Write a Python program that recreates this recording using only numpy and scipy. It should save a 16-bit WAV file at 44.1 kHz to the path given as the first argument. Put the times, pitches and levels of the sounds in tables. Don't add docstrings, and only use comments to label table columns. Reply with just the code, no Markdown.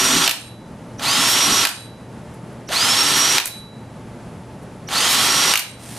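import sys
import numpy as np
from scipy import signal
from scipy.fft import rfft, irfft
from scipy.io import wavfile
from scipy.ndimage import uniform_filter1d

SR = 44100
rng = np.random.default_rng(int(sys.argv[2]) if len(sys.argv) > 2 else 0)


def waveform_to_disk(signal):
    frames = np.transpose(np.atleast_2d(signal))
    scaled = np.clip(frames, -1, 1) * 32767
    samples = np.round(scaled).astype(np.int16)
    wavfile.write(sys.argv[1], SR, samples)


N = 263718
TIME = np.arange(N) / SR
BINS = np.fft.rfftfreq(N, 1 / SR)

# start_s, brake_s, top_speed_hz, whine_db, snap_db, rebound_count, rebound_gap_s, rebound_loss_db
PULLS = [(-0.45, 0.2766, 382, -1.5, 4.5, 2, 0.0168, 4), (0.986, 1.651, 380, -2.5, 3, 2, 0.019, 7.5),
         (2.68, 3.382, 378.5, -1.5, 3, 1, 0.0175, 10.5), (4.878, 5.5372, 378.4, -4.5, 3.5, 3, 0.0183, 3)]


def motor(drive_db=-12.0, growth=1.4, fan_growth=0.4):
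    # speed_multiple, level_db
    tones = [(1, -23), (15, -8.5), (17, -30), (18, -24.5), (20, -58), (21, -41), (22, -27), (30, -36)]
    # frequency_hz, gain_db
    vents = [(300, -31), (360, -11), (378, 3.5), (700, -1), (3000, -15), (3800, 4), (4250, 7.5),
             (4700, 5.5), (5100, 0), (5700, 2.5), (12000, 16)]
    runs = [spin(*pull[:3]) for pull in PULLS]
    steady = sum(runs)
    share = steady / steady.max()
    unevenness = .0018 + .025 * (1 - share)
    speed = steady * (1 + unevenness * drift(hz=140))
    turns = np.cumsum(speed) / SR
    whine = np.zeros(N)
    for multiple, db in tones:
        flutter_db = 2.2 * drift(hz=25) + 1.8 * drift(hz=130)
        level = amp(db + read(vents, multiple * steady) + flutter_db)
        whine += level * np.sqrt(2) * np.sin(2 * np.pi * multiple * turns)
    pull_gain = sum((run > 0) * amp(pull[3]) for run, pull in zip(runs, PULLS))
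    drive = amp(drive_db) * share ** growth
    gear_noise = gears(speed, turns) + strain(speed, rising=np.gradient(steady) > 0)
    return drive * share ** fan_growth * whine * pull_gain, drive * gear_noise


def spin(start, stop, top_hz, surge_s=.04, creep_s=.1186, creep_share=.38, let_go_s=.02, stall_s=.04):
    t = np.maximum(TIME - start, 0)
    wound = 1 - (1 - creep_share) * np.exp(-t / surge_s) - creep_share * np.exp(-t / creep_s)
    braked = np.clip((TIME - stop + let_go_s) / stall_s, 0, 1)
    return top_hz * wound * (1 - braked ** 2)


def gears(speed, turns, rattle_db=-2.03, wander_db=0.65, dull_hz=1500, brightening=0.76):
    # frequency_hz, level_db
    casing = [(59, -43), (100, -7), (188, -15.5), (274, -6), (330, -11.5), (482, -11), (1370, -2.5),
              (1660, -10), (3250, -1), (4840, -4), (5480, -9.5), (5960, -6), (11200, -13), (13800, -20),
              (15000, -59)]
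    # centre_hz, width_hz, lift_db
    casing_modes = [(820, 43, 4.5), (963, 59, 3), (1115, 30, 5.5), (1210, 21, -5), (1405, 53, 3.5),
                    (1794, 250, 6), (2000, 71, 3), (3100, 37, 1.5), (3272, 74, -1.5), (3440, 34, -2.5),
                    (5200, 41, 0.5), (8680, 120, 9)]
    # speed_multiple, width_hz, level_db
    mesh_tones = [(2.795, 81, -24.5), (3.51, 120, -19.5), (8.7, 33, -17), (10.1, 19, -41),
                  (11.05, 270, -30), (19.6, 110, -34), (21.43, 120, -28)]
    carrier, planets = 2 * np.pi * .14 * turns, 2 * np.pi * .795 * turns
    load = 1 + .1 * np.cos(carrier) + .18 * np.cos(planets) + .15 * np.cos(2 * planets)
    lift_db = sum(db / (1 + (2 * (BINS - hz) / width) ** 2) for hz, width, db in casing_modes)
    impacts = grains(per_s=20000, spread_db=1.0) * load * amp(wander_db * drift(hz=23.5))
    rattle = unit(colour(impacts, read(casing, BINS) + lift_db))
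    dull = colour(rattle, -10 * np.log10(1 + (BINS / dull_hz) ** 4))
    rattle = dull + (rattle - dull) * (abs(speed) / speed.max()) ** brightening
    mesh = sum(amp(db) * noise_band(multiple * speed, width) for multiple, width, db in mesh_tones)
    return amp(rattle_db) * rattle + mesh


def strain(speed, rising, span_hz=24, width_hz=70):
    # speed_multiple, loudest_speed_hz, level_db
    gear_pairs = [(4.5, 140, -7), (5, 190, -8), (9.33, 334, -10.5), (11.05, 345, -14.5), (19.33, 327, -13)]
    out = np.zeros(N)
    for multiple, loudest_hz, db in gear_pairs:
        swell = rising * np.exp(-((speed - loudest_hz) / span_hz) ** 2 / 2)
        out += amp(db) * swell * noise_band(multiple * speed, width_hz)
    return out


def trigger(level_db=-39, pitch_hz=5600, rise_hz=500, width_hz=450, lead_s=0.01, length_s=0.032):
    swell, climb = np.zeros(N), np.zeros(N)
    for start, *_ in PULLS:
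        add(swell, start - lead_s, amp(level_db) * np.hanning(int(length_s * SR)))
        add(climb, start - lead_s, np.linspace(0, rise_hz, int(length_s * SR)))
    return swell * noise_band(pitch_hz + climb, width_hz)


def boring():
    # start_s, end_s, final_db
    bites = [(-0.02, 0.195, -19.5), (1.169, 1.197, -23.5), (1.427, 1.548, -21.5), (2.82, 3.224, -29.5),
             (4.955, 5.464, -32.5)]
    # start_s, length_s, level_db
    chips_and_scrape = [(1.26, 0.11, -19), (3.16, 0.061, -21), (3.454, 0.0086, -13.5), (3.46, 0.028, -19.5),
                        (5.06, 0.13, -20), (5.18, 0.14, -24)]
    force = sum(amp(db) * press(start, end, attack_s=0.01, growth_db=9.5, release_s=0.013)
                for start, end, db in bites)
    return hull(force) + hisses(chips_and_scrape, hz=10600, width_hz=11400)


def hull(force):
    # pitch_hz, half_width_hz, level_db
    shell_modes = [(153, 18, -6), (219, 25.6, -3), (252, 26, -4.5), (274.2, 26, -1)]
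    snatch = grains(per_s=1100, spread_db=-5.0)
    drumming = sum(amp(db) * unit(resonate(snatch, hz, 2 * half)) for hz, half, db in shell_modes)
    return force * unit(drumming)


def brake(gain_db=-3.5, slack_s=.006):
    out = np.zeros(N)
    for start, stop, _, _, snap_db, rebounds, gap_s, loss_db in PULLS:
        add(out, start + slack_s, clack(-25.5, tilt_db_per_octave=-3, rise_s=.005))
        for k in range(1 + round(rebounds)):
            snap = clack(snap_db - k * loss_db, tilt_db_per_octave=-1 + 2 * k, rise_s=0.00054 * (1 + k))
            add(out, stop + k * gap_s, snap)
    return amp(gain_db) * out


def clack(db, tilt_db_per_octave, rise_s):
    # frequency_hz, level_db
    clack_colour = [(200, -70), (600, -5), (1100, -2), (2800, 2.5), (5000, -3), (9000, -9), (14000, -10.5)]
    # crack_s, shudder_s, shudder_db
    clack_decay = (.0016, .016, -15)
    crack_s, shudder_s, shudder_db = clack_decay
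    t = np.arange(4096) / SR
    hz = np.fft.rfftfreq(len(t), 1 / SR)
    after = np.maximum(t - rise_s, 0)
    decay = np.exp(-after / (crack_s + rise_s / 2)) + amp(shudder_db) * np.exp(-after / shudder_s)
    spectrum_db = read(clack_colour, hz) + tilt_db_per_octave * np.log2((hz + 1) / 3000)
    burst = unit(colour(rng.standard_normal(len(t)), spectrum_db))
    return amp(db) * np.minimum(t / rise_s, 1) * decay * burst


def run_down(level_db=-25.5):
    # frequency_hz, level_db
    tick_colour = [(200, -25), (800, 1), (3000, -2), (6000, 0), (10000, 4), (14000, -21)]
    ticks = unit(colour(grains(per_s=2000, spread_db=1.0), read(tick_colour, BINS)))
    return amp(level_db) * coasting(fade_db_per_s=130) * ticks


def chuck(rise_s=.03, hold_s=.095, jingle_db=-37):
    # pitch_hz, level_db, t60_s
    steel_modes = [(3940, 7.5, 0.58), (6900, -15, 0.45), (8700, 6, 0.3), (9884, 7, 0.26), (11270, 16, 0.35)]
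    # start_s, level_db, tilt_db_per_octave
    pings = [(0.4, -50.5, -9), (1.74, -48.5, -9), (3.48, -40.5, -12), (5.6, -50.5, -8)]
    out, t = np.zeros(N), np.arange(SR) / SR
    for start, db, tilt in pings:
        for hz, mode_db, t60 in steel_modes:
            level = amp(db + mode_db + tilt * np.log2(hz / steel_modes[0][0]))
            envelope = np.minimum(t / rise_s, 1) * amp(-60 * np.maximum(t - hold_s, 0) / t60)
            add(out, start, level * envelope * np.sin(2 * np.pi * hz * t))
    jaws = unit(resonate(grains(per_s=2000, spread_db=-1.5), hz=8620, width_hz=220))
    return out + amp(jingle_db) * coasting(fade_db_per_s=47) * jaws


def coasting(fade_db_per_s, coast_s=0.21):
    fade_db = fade_db_per_s * coast_s
    coasts = sum(press(stop, stop + coast_s, attack_s=.04, growth_db=-fade_db, release_s=0.015)
                 for _, stop, *_ in PULLS)
    return amp(-fade_db) * coasts


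def handling(skin_db=-34, palm_db=-42):
    # frequency_hz, level_db
    brush_colour = [(240, -34), (400, -12), (451, -29), (607, -7), (1070, -12.5), (7720, -15), (8700, -9.5),
                    (14000, -25)]
    # start_s, length_s, level_db
    scuffs = [(2.335, 0.02, -52), (2.52, .02, -61), (4.617, 0.028, -56)]
    sweep = press(5.76, 5.98, attack_s=0.054, growth_db=8.5, release_s=0.054)
    skin = unit(colour(grains(per_s=7200, spread_db=2.8), read(brush_colour, BINS)))
    brush = amp(skin_db) * sweep * skin + hull(amp(palm_db) * sweep)
    return brush + hisses(scuffs, hz=9800, width_hz=4000)


def hisses(rows, hz, width_hz):
    swell = np.zeros(N)
    for start, length_s, db in rows:
        add(swell, start, amp(db) * np.hanning(int(length_s * SR)))
    friction = grains(per_s=12000, spread_db=1.5)
    return swell * unit(resonate(friction, hz, width_hz))


def room(x):
    # frequency_hz, t60_s
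    decay_times = [(200, 0.59), (1000, 0.39), (4000, 0.42), (9000, 0.28), (14000, 0.23)]
    # frequency_hz, side_minus_mid_db
    stereo_width = [(100, -26), (500, -11), (1300, -10), (2200, -2), (4000, -2), (5400, 1), (8500, -6),
                    (11000, -4), (12600, -15)]
    taps = rng.choice([-1., 1.], (2, SR)) * (rng.random((2, SR)) < .07) * (TIME[:SR] > .004)
    hz, t, spectra = signal.stft(taps, SR, nperseg=256)
    mid, side = spectra * amp(-60 * t / read(decay_times, hz)[:, None])
    width = amp(read(stereo_width, hz))[:, None]
    left_right = np.array([mid + width * side, mid - width * side]) / np.hypot(1, width)
    tail = signal.istft(left_right, SR, nperseg=256)[1]
    return signal.fftconvolve(x[None], tail / np.linalg.norm(tail[0]), axes=1)[:, :N]


def workshop(air_db=-36.5, side_db=-25, side_tilt_db=3, hiss_db=-68):
    # frequency_hz, level_db
    air_colour = [(15, -51), (25, -17.5), (85, -8), (119, -4.5), (219, -3.5), (318, -10), (599, -13.5),
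                  (802, -18), (868, -13.5), (940, -19), (1190, -21.5), (4140, -36.5), (10700, -41.5),
                  (12600, -51), (14000, -87)]
    # pitch_hz, level_db
    hum_tones = [(118.6, -44), (597.5, -57), (893.6, -58)]
    spectrum_db = read(air_colour, BINS)
    mid = colour(rng.standard_normal(N), spectrum_db)
    side = colour(rng.standard_normal(N), spectrum_db + side_tilt_db * np.log2(BINS / 200 + 1))
    air = unit(mid + amp(side_db) * side * np.array([[1], [-1]])) * amp(.6 * drift(hz=9))
    hum = np.zeros(N)
    for hz, db in hum_tones:
        level = amp(db + 1.8 * drift(hz=5))
        hum += level * np.sqrt(2) * np.sin(2 * np.pi * hz * TIME + .4 * drift(hz=4))
    return amp(air_db) * air + hum + amp(hiss_db) * noise_band(hz=10750, width_hz=350)


def dip(depth_db=-10.5, lead_s=0.019, hold_s=0.065):
    dips = sum(press(stop - lead_s, stop + hold_s, attack_s=lead_s, growth_db=0, release_s=.04)
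               for _, stop, *_ in PULLS)
    return amp(depth_db * dips)


def press(start, end, attack_s, growth_db, release_s):
    attack = np.clip((TIME - start) / attack_s, 0, 1)
    progress = np.clip((TIME - start) / (end - start), 0, 1)
    release = np.exp(-np.maximum(TIME - end, 0) / release_s)
    return attack * amp(growth_db * (progress - 1)) * release


def grains(per_s, spread_db):
    sizes = rng.standard_normal(N) * amp(spread_db * np.minimum(rng.exponential(1, N), 4))
    return unit(sizes * (rng.random(N) < per_s / SR))


def resonate(x, hz, width_hz):
    turn = np.exp(2j * np.pi * np.cumsum(hz * np.ones(N)) / SR)
    pole = np.exp(-np.pi * width_hz / SR)
    return (turn * signal.lfilter([(1 - pole) ** 2], [1, -2 * pole, pole * pole], x / turn)).real


def noise_band(hz, width_hz):
    return unit(resonate(rng.standard_normal(N), hz, width_hz))


def drift(hz):
    return unit(irfft(rfft(rng.standard_normal(N)) / (1 + (BINS / hz) ** 4), N))


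def colour(x, db):
    return irfft(rfft(x) * amp(db), x.shape[-1])


def read(points, hz):
    table_hz, values = np.transpose(points)
    return np.interp(np.log(hz + 1), np.log(table_hz + 1), values)


def add(mix, start_s, sound):
    at = round(start_s * SR)
    sound = sound[max(-at, 0):]
    part = mix[max(at, 0):][:len(sound)]
    part += sound[:len(part)]


def amp(db):
    return 10 ** (np.asarray(db) / 20)


def unit(x):
    return x / np.sqrt(np.mean(x ** 2) + 1e-20)


def scene(wet_db=-7.5, beamed_send_db=-8):
    # frequency_hz, left_minus_right_db
    balance = [(60, 0), (2000, -.2), (3200, -1.7), (4400, -2.1), (5400, -3.7), (7000, -2), (10700, -2.2),
               (12200, -.2)]
    whine, rattle = motor()
    diffuse = rattle + trigger() + boring() + brake() + run_down() + handling()
    beamed = whine + chuck()
    heard = diffuse + beamed + amp(wet_db) * room(diffuse + amp(beamed_send_db) * beamed)
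    placed = colour(heard, read(balance, BINS) * np.array([[.5], [-.5]]))
    return placed + workshop() * dip()


def record(dry, threshold_db=-17, squeeze=0.53, recovery_db_per_s=17.5, ceiling=.97, edge_hz=14600):
    power_db = 10 * np.log10(abs(uniform_filter1d((dry ** 2).mean(0), size=400)) + 1e-12)
    fall_db = TIME * recovery_db_per_s
    held_db = np.maximum.accumulate(power_db + fall_db) - fall_db
    over_db = np.maximum(held_db - threshold_db, 0)
    cut_db = squeeze * uniform_filter1d(over_db, size=200)
    rounded = ceiling * np.tanh(dry / amp(cut_db) / ceiling)
    low_pass = signal.firwin(255, edge_hz, window=("kaiser", 9), fs=SR)
    return signal.oaconvolve(rounded, low_pass[None], "same")


dry = scene()
out = record(dry)
waveform_to_disk(out)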